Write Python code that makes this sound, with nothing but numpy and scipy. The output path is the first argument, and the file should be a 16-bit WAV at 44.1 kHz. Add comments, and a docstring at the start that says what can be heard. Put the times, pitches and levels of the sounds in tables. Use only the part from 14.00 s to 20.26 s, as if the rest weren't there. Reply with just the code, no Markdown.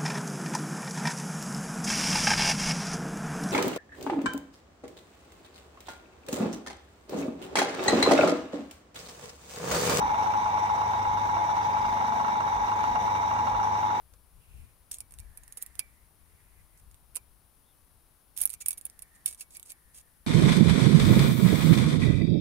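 """A steel tape measure is moved over sawn log ends outdoors, in light air and a faint electronic hiss.
First air puffs on the microphones. Near 1 second the thin blade starts to tap and scrape on the wood
and its loose end hook clicks. At 1.8 seconds a harder hit sets the blade ringing.
Soft sliding leads to more taps just after 3 seconds, then a far bird calls once. From 4.4 seconds
comes the busiest run of clicks, taps and scrapes, which fades away in a last slide."""
import sys
import numpy as np
from scipy import signal
from scipy.fft import rfft, irfft, next_fast_len
from scipy.io import wavfile
from scipy.ndimage import uniform_filter1d, map_coordinates

SR = 44100
rng = np.random.default_rng(int(sys.argv[2]) if len(sys.argv) > 2 else 0)


def unload_wav(signal):
    """Save mono or channel-first audio to the path in sys.argv[1] as 16-bit WAV at rate SR, clipped to [-1, 1]."""
    wavfile.write(
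        sys.argv[1],
        SR,
        np.round(np.clip(np.atleast_2d(signal).T, -1, 1) * 32767).astype(np.int16),
    )


N = 276220

# The tone of the open air. Each row: frequency in Hz, relative level in dB.
AIR_TONE = [(40, -40), (150, 4.5), (300, -2), (550, -5), (1000, -3.5), (1400, -7), (1900, -12),
            (3000, -14.5), (6000, -15.5), (15000, -45)]
# A far bird's call. Each row: time in seconds, pitch in Hz, level in dB.
BIRD_CALL = [(3.62, 3000, -88), (3.66, 3480, -77), (3.7, 3620, -74.5), (3.76, 2700, -86)]
# Steady air on the microphones. Each row: time in seconds, relative level in dB.
AIR_FLOW = [(0.0, -59.5), (2.4, -59), (2.9, -55), (3.1, -59.5), (3.6, -63), (6.26, -63.5)]
# Single puffs of air. Each row: peak time in seconds, half length in seconds, relative level in dB.
AIR_PUFFS = [(0.372, 0.028, -50), (0.582, 0.067, -45), (1.23, 0.11, -54)]
# The rumble of that air. 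Each row: frequency in Hz, relative level in dB.
RUMBLE_TONE = [(15, -6.5), (30, -2), (58, 1.5), (100, -6.5), (150, -15.5), (250, -30.5), (900, -50)]
# The echo of the stacked logs. Each row: frequency in Hz, seconds to fade by 60 dB.
LOG_ECHO = [(300, .09), (2500, .06), (10000, .032)]
# The tone of touched steel. Each row: frequency in Hz, relative level in dB.
STEEL_TONE = [(100, -17), (300, -31), (1200, -24), (2500, -15.5), (4200, -12), (5800, -10.5), (7300, -5.5),
              (7900, -6.5), (9000, 2), (10300, -1), (11500, -2), (12700, -10.5), (15500, -16.5)]
# The blade's ringing notes. Each row: unbent pitch in Hz, relative level in dB, seconds to fade by 60 dB.
BLADE_NOTES = [(2300, -38.5, .25), (2370, -35.5, .1), (2700, -33, .03), (4450, -38, .04), (7100, -37, .03),
               (8950, -34, .025)]
# Bending shifts all those notes together. Each row: time in seconds, lowest note in Hz.
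BLADE_BEND = [(1.0, 2275), (1.8, 2309), (3.17, 2330), (4.6, 2295), (4.9, 2250), (5.6, 2255)]
# Where the tape lies. Each row: time in seconds, left level minus right level in dB.
TAPE_PAN = [(0.92, -2.5), (1.0, -5.5), (1.6, -9.5), (1.8, -11.5), (3.16, -9.5), (4.4, -15), (4.6, -8),
            (5.26, -6), (5.72, -8.5)]
# The two microphones hear steel differently. Each row: frequency in Hz, right minus left in dB.
RIGHT_BOOST = [(2500, 6), (4500, -6.5), (7500, -4), (10000, 5), (14000, 6)]
# The blade slides. Each row: start, peak and end in seconds, relative level in dB,
# then the swish's first pitch, last pitch and width in Hz.
BLADE_SLIDES = [(.35, 0.578, 0.77, -70, 2893, 2197, 600), (1.1, 1.64, 2.11, -66.5, 1664, 2090, 312),
                (2.15, 2.416, 2.85, -70.5, 2050, 2080, 484), (4.703, 5.175, 5.4, -70, 1844, 1836, 250),
                (5.641, 5.942, 6.3, -71.5, 1834, 1790, 170)]
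# The blade drags over saw marks. Each row: start, peak and end in seconds, relative level in dB.
BLADE_DRAGS = [(0.915, 0.94, .974, -44.5), (1.608, 1.632, 1.635, -44), (2.771, 2.8, 2.805, -58.5),
               (4.363, 4.424, 4.445, -38), (4.494, 4.554, 4.55, -44.5), (5.149, 5.163, 5.168, -55.5),
               (4.603, 4.627, 4.626, -41), (5.264, 5.273, 5.34, -44), (5.375, 5.403, 5.435, -47),
               (5.505, 5.558, 5.58, -46), (5.651, 5.705, 5.722, -45), (5.935, 5.974, 6.015, -49)]
# A hit or scrape makes the steel clank and sets the whole blade ringing.
# Each row: start in seconds, ring gain in dB, clank gain in dB.
BLADE_RINGS = [(1.005, -25, -55), (1.2, -25, -66), (1.374, -30, -66), (1.793, -8.5, -34.5),
               (3.167, -24, -42), (4.456, -21, -52), (4.54, -24, -56), (4.611, -23, -54), (4.686, -19, -46),
               (4.854, -26, -62), (5.022, -26, -58), (5.261, -14, -42), (5.41, -21, -43), (5.556, -20, -51)]
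# Crisp clicks: the hook snapping against its rivets, and light, short taps of the blade on the wood. Each row:
# start in seconds, relative level in dB.
CRISP_CLICKS = [(0.9168, -29.5), (0.9432, -34), (0.985, -37.5), (1.109, -48), (1.1221, -43.5),
                (1.139, -43.5), (1.187, -41), (1.1955, -43), (1.201, -40.5), (1.4791, -45), (1.663, -38),
                (1.754, -44), (2.913, -53), (2.944, -51), (3.1478, -44), (3.155, -29), (3.164, -38),
                (4.376, -26), (4.386, -32), (4.391, -35), (4.402, -35), (4.406, -29), (4.4135, -25),
                (4.4187, -19), (4.4236, -43), (4.4288, -27), (4.4348, -28), (4.437, -28), (4.455, -13.5),
                (4.4748, -34), (4.4945, -33.5), (4.5023, -29), (4.511, -44), (4.521, -45), (4.5319, -34.5),
                (4.539, -32.5), (4.676, -36), (4.7178, -36), (4.775, -46), (4.812, -39), (4.866, -40),
                (4.8989, -43.5), (4.992, -40), (5.311, -40), (5.327, -39.5), (5.347, -41.5), (5.569, -36),
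                (5.5973, -41), (5.629, -40), (5.7196, -36.5)]
# The blade or hook hits wood. Each row: time in seconds, relative level in dB, brightness in dB,
# fade time in seconds, gain of the log's knock in dB.
TAPE_TAPS = [(0.1371, -54, -9, 0.0012, -46), (0.913, -32.5, 0, 0.0017, -50),
             (1.0042, -31.5, 6.5, 0.0016, -45.5), (1.3735, -37, 8.5, 0.0017, -56),
             (1.4342, -47.5, -5, 0.0024, -56), (1.5235, -38, -1, 0.00093, -57),
             (1.5715, -31, 3.5, 0.0064, -44), (1.6244, -26, 18, 0.00065, -52),
             (1.7922, -20, -0.5, 0.0015, -44), (3.1591, -24.5, 5.5, 0.00093, -42),
             (3.1668, -27.5, -1, 0.0011, -39), (4.415, -17.5, 19, 0.00056, -45),
             (4.4573, -31, 6, 0.0018, -41), (4.6105, -34.5, -9, 0.0073, -63), (4.66, -22, 6, 0.0023, -47),
             (4.6837, -15.5, 21.5, 0.0016, -43.5), (4.7063, -23, 7, 0.0028, -48),
             (4.729, -31.5, 5, 0.0035, -46), (4.778, -33, 8, 0.0058, -53),
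             (4.853, -25.5, 23, 0.0012, -45.5), (5.0206, -34.5, 7, 0.0048, -54),
             (5.2592, -15.5, 7, 0.0028, -44), (5.277, -27, 1.5, 0.011, -56), (5.4074, -30.5, 5, 0.009, -62)]
# The hiss of the electronics. Each row: frequency in Hz, relative level in dB.
HISS_TONE = [(2000, 0), (6500, -5), (8300, 3.5), (9600, 7), (10800, 12.5), (11800, 4.5), (14000, 8.5),
             (15800, 0.5)]
# Their thin, steady whine. Each row: pitch in Hz, relative level in dB.
WHINE_NOTES = [(9561, -75), (10767, -72.5), (11967, -78.5), (13878, -81)]


def amp(db):
    """Turn decibels into a gain to multiply by."""
    return 10 ** (np.asarray(db) / 20)


def unit(x):
    """Scale a signal to an average power of 1."""
    return x / np.sqrt(np.mean(x ** 2, axis=-1, keepdims=True) + 1e-30)


def along(points, hz):
    """Read between the rows of a frequency table, spacing octaves evenly."""
    frequencies, values = np.transpose(points)
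    return np.interp(np.log(hz + 1), np.log(frequencies), values)


def wobble(rate, size):
    """A smooth curve through `rate` random values a second."""
    points = rng.standard_normal(int(size * rate / SR) + 4)
    return map_coordinates(points, [np.arange(size) * rate / SR])


def filtered(x, response):
    """Multiply each frequency in x by response(hz)."""
    size = x.shape[-1]
    padded = next_fast_len(size + 8192)
    return irfft(rfft(x, padded) * response(np.fft.rfftfreq(padded, 1 / SR)), padded)[..., :size]


def noise(tone, alike):
    """Stereo noise with a given tone; `alike` is the share common to both sides."""
    white = rng.standard_normal((3, N))
    stereo = np.sqrt(1 - alike) * white[:2] + np.sqrt(alike) * white[2]
    return unit(filtered(stereo, lambda hz: amp(along(tone, hz))))


def bandpass(x, band_hz):
    """Keep mainly the sound between two frequencies."""
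    return signal.sosfilt(signal.butter(2, band_hz, "bandpass", fs=SR, output="sos"), x)


def panned(pan_db):
    """Left and right gains; a positive value leans left."""
    return unit(amp(np.array([pan_db, -pan_db]) / 2))[:, None]


def place(s):
    """The tape's left-right balance in dB at second s."""
    return np.interp(s, *np.transpose(TAPE_PAN))


def add(track, s, sound):
    """Mix a sound into the track at second s."""
    part = track[:, max(0, round(s * SR)):][:, :sound.shape[1]]
    part += sound[:, :part.shape[1]]


def outdoors(level_db=-70):
    """The open air makes a quiet, nearly even wash."""
    return amp(level_db + 0.24 * wobble(1.52, N)) * noise(AIR_TONE, alike=0.52)


def bird():
    """A far bird gives one faint, blurred call that rises and falls."""
    s, hz, db = np.transpose(BIRD_CALL)
    t = np.arange(N) / SR
    pitch = np.interp(t, s, hz) * (1 + .035 * wobble(450, N))
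    loudness = amp(np.interp(t, s, db)) * (t > s[0]) * (t < s[-1])
    return loudness * np.sin(2 * np.pi * np.cumsum(pitch) / SR)


def breeze(gain_db=-2, pan_db=9):
    """Air swirls on the microphones, mostly the left one: a steady rumble with a few puffs."""
    t = np.arange(N) / SR
    steady = amp(np.interp(t, *np.transpose(AIR_FLOW)))
    puffs = sum(amp(db) * np.exp(-((t - s) / half) ** 2) for s, half, db in AIR_PUFFS)
    rumble = unit(noise(RUMBLE_TONE, alike=0.52) * amp(2.4 * wobble(24, N)))
    return amp(gain_db) * (steady + puffs) * panned(pan_db) * rumble


def woodpile(sound):
    """The stacked logs scatter the sound back as a short, blurred echo."""
    hz, t, spectrum = signal.stft(rng.standard_normal((2, SR // 4)), SR, nperseg=256)
    fade = amp(-60 * t / along(LOG_ECHO, hz)[:, None])
    tail = signal.istft(spectrum * fade, SR, nperseg=256)[1]
    late_tail = np.pad(tail / np.linalg.norm(tail[0]), ((0, 0), (SR // 300, 0)))
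    return signal.fftconvolve(sound.mean(axis=0)[None], late_tail, axes=1)[:, :N]


def wood(force):
    """The log's face answers a push with a dull, dead sound."""
    return bandpass(force, band_hz=[260, 1050])


def steel(force, bright_db, size=1024):
    """Give a force the tone of the blade; each spot touched favours different high notes."""
    hz = np.fft.rfftfreq(size, 1 / SR)
    tilt = np.clip(np.log2((hz + 1) / 9500) * 1.35, -.6, .1)
    ripple = unit(uniform_filter1d(rng.standard_normal((3, len(hz))), size=6, axis=1))
    spot_db = np.interp(hz, [2000, 8000], [1, 2.3]) * (ripple[2] + .5 * ripple[:2])
    sides_db = along(RIGHT_BOOST, hz) * np.array([[-.5], [.5]])
    gain = amp(along(STEEL_TONE, hz) + bright_db * tilt + sides_db + spot_db)
    # Build a filter with these gains that never sounds before the touch.
    cepstrum = irfft(np.log(gain))
    cepstrum[:, 1:size // 2] *= 2
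    cepstrum[:, size // 2 + 1:] = 0
    response = irfft(np.exp(rfft(cepstrum)))
    return signal.fftconvolve(force, response, axes=1)[:, :force.shape[1]]


def ring(size, s):
    """The blade rings in a few fading notes, tuned by its bend at second s."""
    t = np.arange(size) / SR
    hz, db, fade = np.transpose(BLADE_NOTES)[:, :, None]
    bent_hz = hz / hz[0] * np.interp(s, *np.transpose(BLADE_BEND))
    detune, extra_db = rng.standard_normal((2, len(BLADE_NOTES), 1))
    cycles = bent_hz * (1 + .003 * detune) * t + rng.random((2, len(BLADE_NOTES), 1)) / 2
    notes = amp(db + extra_db - 60 * t / fade) * np.sin(2 * np.pi * cycles)
    return notes.sum(axis=1) * (1 - np.exp(-t / .002))


def slides(pan_db=-4, hiss_db=-1, swell_db=9, uneven_db=1.8, edge_s=0.057):
    """Fine rubbing makes a hollow, drifting swish and a soft hiss as the blade moves along."""
    out, t = np.zeros((2, N)), np.arange(N) / SR
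    hiss = amp(hiss_db) * noise(STEEL_TONE, alike=0.21)
    for start, peak, end, db, start_hz, end_hz, width_hz in BLADE_SLIDES:
        white = rng.standard_normal((3, N))
        grain = filtered(white[:2] + white[2], lambda hz: (1 + 3 * (hz / width_hz) ** 2) ** -.7)
        centre_hz = np.interp(t, [start, end], [start_hz, end_hz])
        swish = unit(grain * np.sin(2 * np.pi * np.cumsum(centre_hz) / SR))
        drop_db = swell_db * np.interp(t, [start, peak, end], [1, 0, 1])
        loudness = amp(db - drop_db + uneven_db * wobble(25, N))
        edges = np.clip(np.minimum(t - start, end - t) / edge_s, 0, 1)
        out += panned(pan_db) * (swish + hiss) * loudness * edges
    return out


def drags(slips_per_s=2400, swell_db=9, uneven_db=3.4, ring_db=-13, rub_db=-14.5, edge_s=0.0043):
    """Tiny, uneven slips over the saw marks shake the blade and the wood under it."""
    out, t = np.zeros((2, N)), np.arange(SR // 3) / SR
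    for start, peak, end, db in BLADE_DRAGS:
        slips = (rng.random(len(t)) < slips_per_s / SR) * rng.standard_normal(len(t))
        slips = slips + .13 * rng.standard_normal((2, len(t)))
        drop_db = swell_db * np.interp(start + t, [start, peak, end], [1, 0, 1])
        edges = np.clip(np.minimum(t, end - start - t) / edge_s + .5, 0, 1)
        pressure = amp(db - drop_db) * edges
        rough_slips = slips * amp(uneven_db * wobble(202, len(t)))
        scrape = unit(steel(rough_slips, bright_db=-2)) * pressure
        force = unit(slips) * pressure
        ringing = signal.fftconvolve(force, ring(len(t), peak), axes=1)[:, :len(t)]
        sides = panned(0.47 * place(peak))  # a long stretch of blade sounds more central than its tip
        add(out, start, sides * (scrape + amp(ring_db) * ringing + amp(rub_db) * wood(force)))
    return out


def blade_rings(fade_s=0.0047, low_hz=(2150, 2900), high_hz=(4200, 5800)):
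    """A hit or scrape makes the steel clank in two bands and sets the whole blade ringing."""
    out, t = np.zeros((2, N)), np.arange(SR // 3) / SR
    for s, ring_db, clank_db in BLADE_RINGS:
        force = rng.standard_normal(len(t))
        clank = unit(bandpass(force, low_hz) + bandpass(force, high_hz)) * np.exp(-t / fade_s)
        add(out, s, panned(place(s)) * (amp(ring_db) * ring(len(t), s) + amp(clank_db) * clank))
    return out


def snap(shape, bright_db, apart=1.0):
    """A burst of steel chatter with a set energy; `apart` makes left and right less alike."""
    white = rng.standard_normal((3, len(shape)))
    force = shape * (white[2] + apart * white[:2])
    return unit(steel(force, bright_db)) * np.sqrt(.002 * SR / len(shape))


def clicks(rise_s=.0002, fade_s=.00045, shiver_s=.003, shiver_db=-21, ring_db=-10):
    """Crisp steel clicks, from the loose hook on its rivets and from light taps on the wood: a sharp snap, then
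    a brief shiver of the blade."""
    out, t = np.zeros((2, N)), np.arange(SR // 5) / SR
    shiver = amp(shiver_db) * np.exp(-t / shiver_s)
    shape = (1 - np.exp(-t / rise_s)) * (np.exp(-t / fade_s) + shiver)
    for s, db in CRISP_CLICKS:
        click = snap(shape, bright_db=7 + 0.5 * (db + 30))  # harder hits are brighter
        add(out, s, amp(db) * panned(place(s)) * (click + amp(ring_db) * ring(len(t), s)))
    return out


def taps(graze_db=-23, graze_s=.002, rise_s=.00058, shiver_db=-24, shiver_s=.0055, ring_db=-3):
    """The steel grazes the wood, lands, then shivers and rings while the log gives a dull knock."""
    out, t = np.zeros((2, N)), np.arange(SR // 4) / SR
    lead = SR // 200  # samples of grazing before the hit
    graze = amp(graze_db) * np.exp(-t[lead:0:-1] / graze_s)
    shiver = amp(shiver_db) * np.exp(-t / shiver_s)
    for s, db, bright_db, fade_s, knock_db in TAPE_TAPS:
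        blow = (1 - np.exp(-(t / rise_s) ** 2)) * np.exp(-t / fade_s)
        shape = np.concatenate([graze, blow / blow.max() + shiver])
        tap = amp(db) * snap(shape, bright_db, apart=0.99)
        knock = wood(rng.standard_normal(len(t)) * np.exp(-t / .006))
        tap[:, lead:] += amp(db + ring_db) * ring(len(t), s) + amp(knock_db) * knock
        add(out, s - lead / SR, panned(place(s)) * tap)
    return out


def scene(echo_db=-7.5):
    """Mix the tape and its echo off the logs with the breeze, the open air and the bird."""
    tape = taps() + clicks() + blade_rings() + drags() + slides()
    delay_s = np.array([[.00012], [0]])  # the tape's sound reaches the right microphone first
    tape = filtered(tape, lambda hz: np.exp(-2j * np.pi * hz * delay_s))
    return tape + amp(echo_db) * woodpile(tape) + breeze() + outdoors() + bird()


def record(dry, hiss_db=-67, pan_db=10, whine_db=-2.5, top_hz=15800):
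    """The electronics add hiss and a thin whine, mostly on the left, and cut the highest treble."""
    t = np.arange(N) / SR
    whine = sum(amp(db + whine_db) * np.sqrt(2) * np.sin(2 * np.pi * hz * t + 1.1 * wobble(44, N))
                for hz, db in WHINE_NOTES)
    hiss = amp(hiss_db) * noise(HISS_TONE, alike=0)
    return filtered(dry + panned(pan_db) * (hiss + whine), lambda hz: 1 / (1 + (hz / top_hz) ** 200))


dry = scene()
out = record(dry)
unload_wav(out)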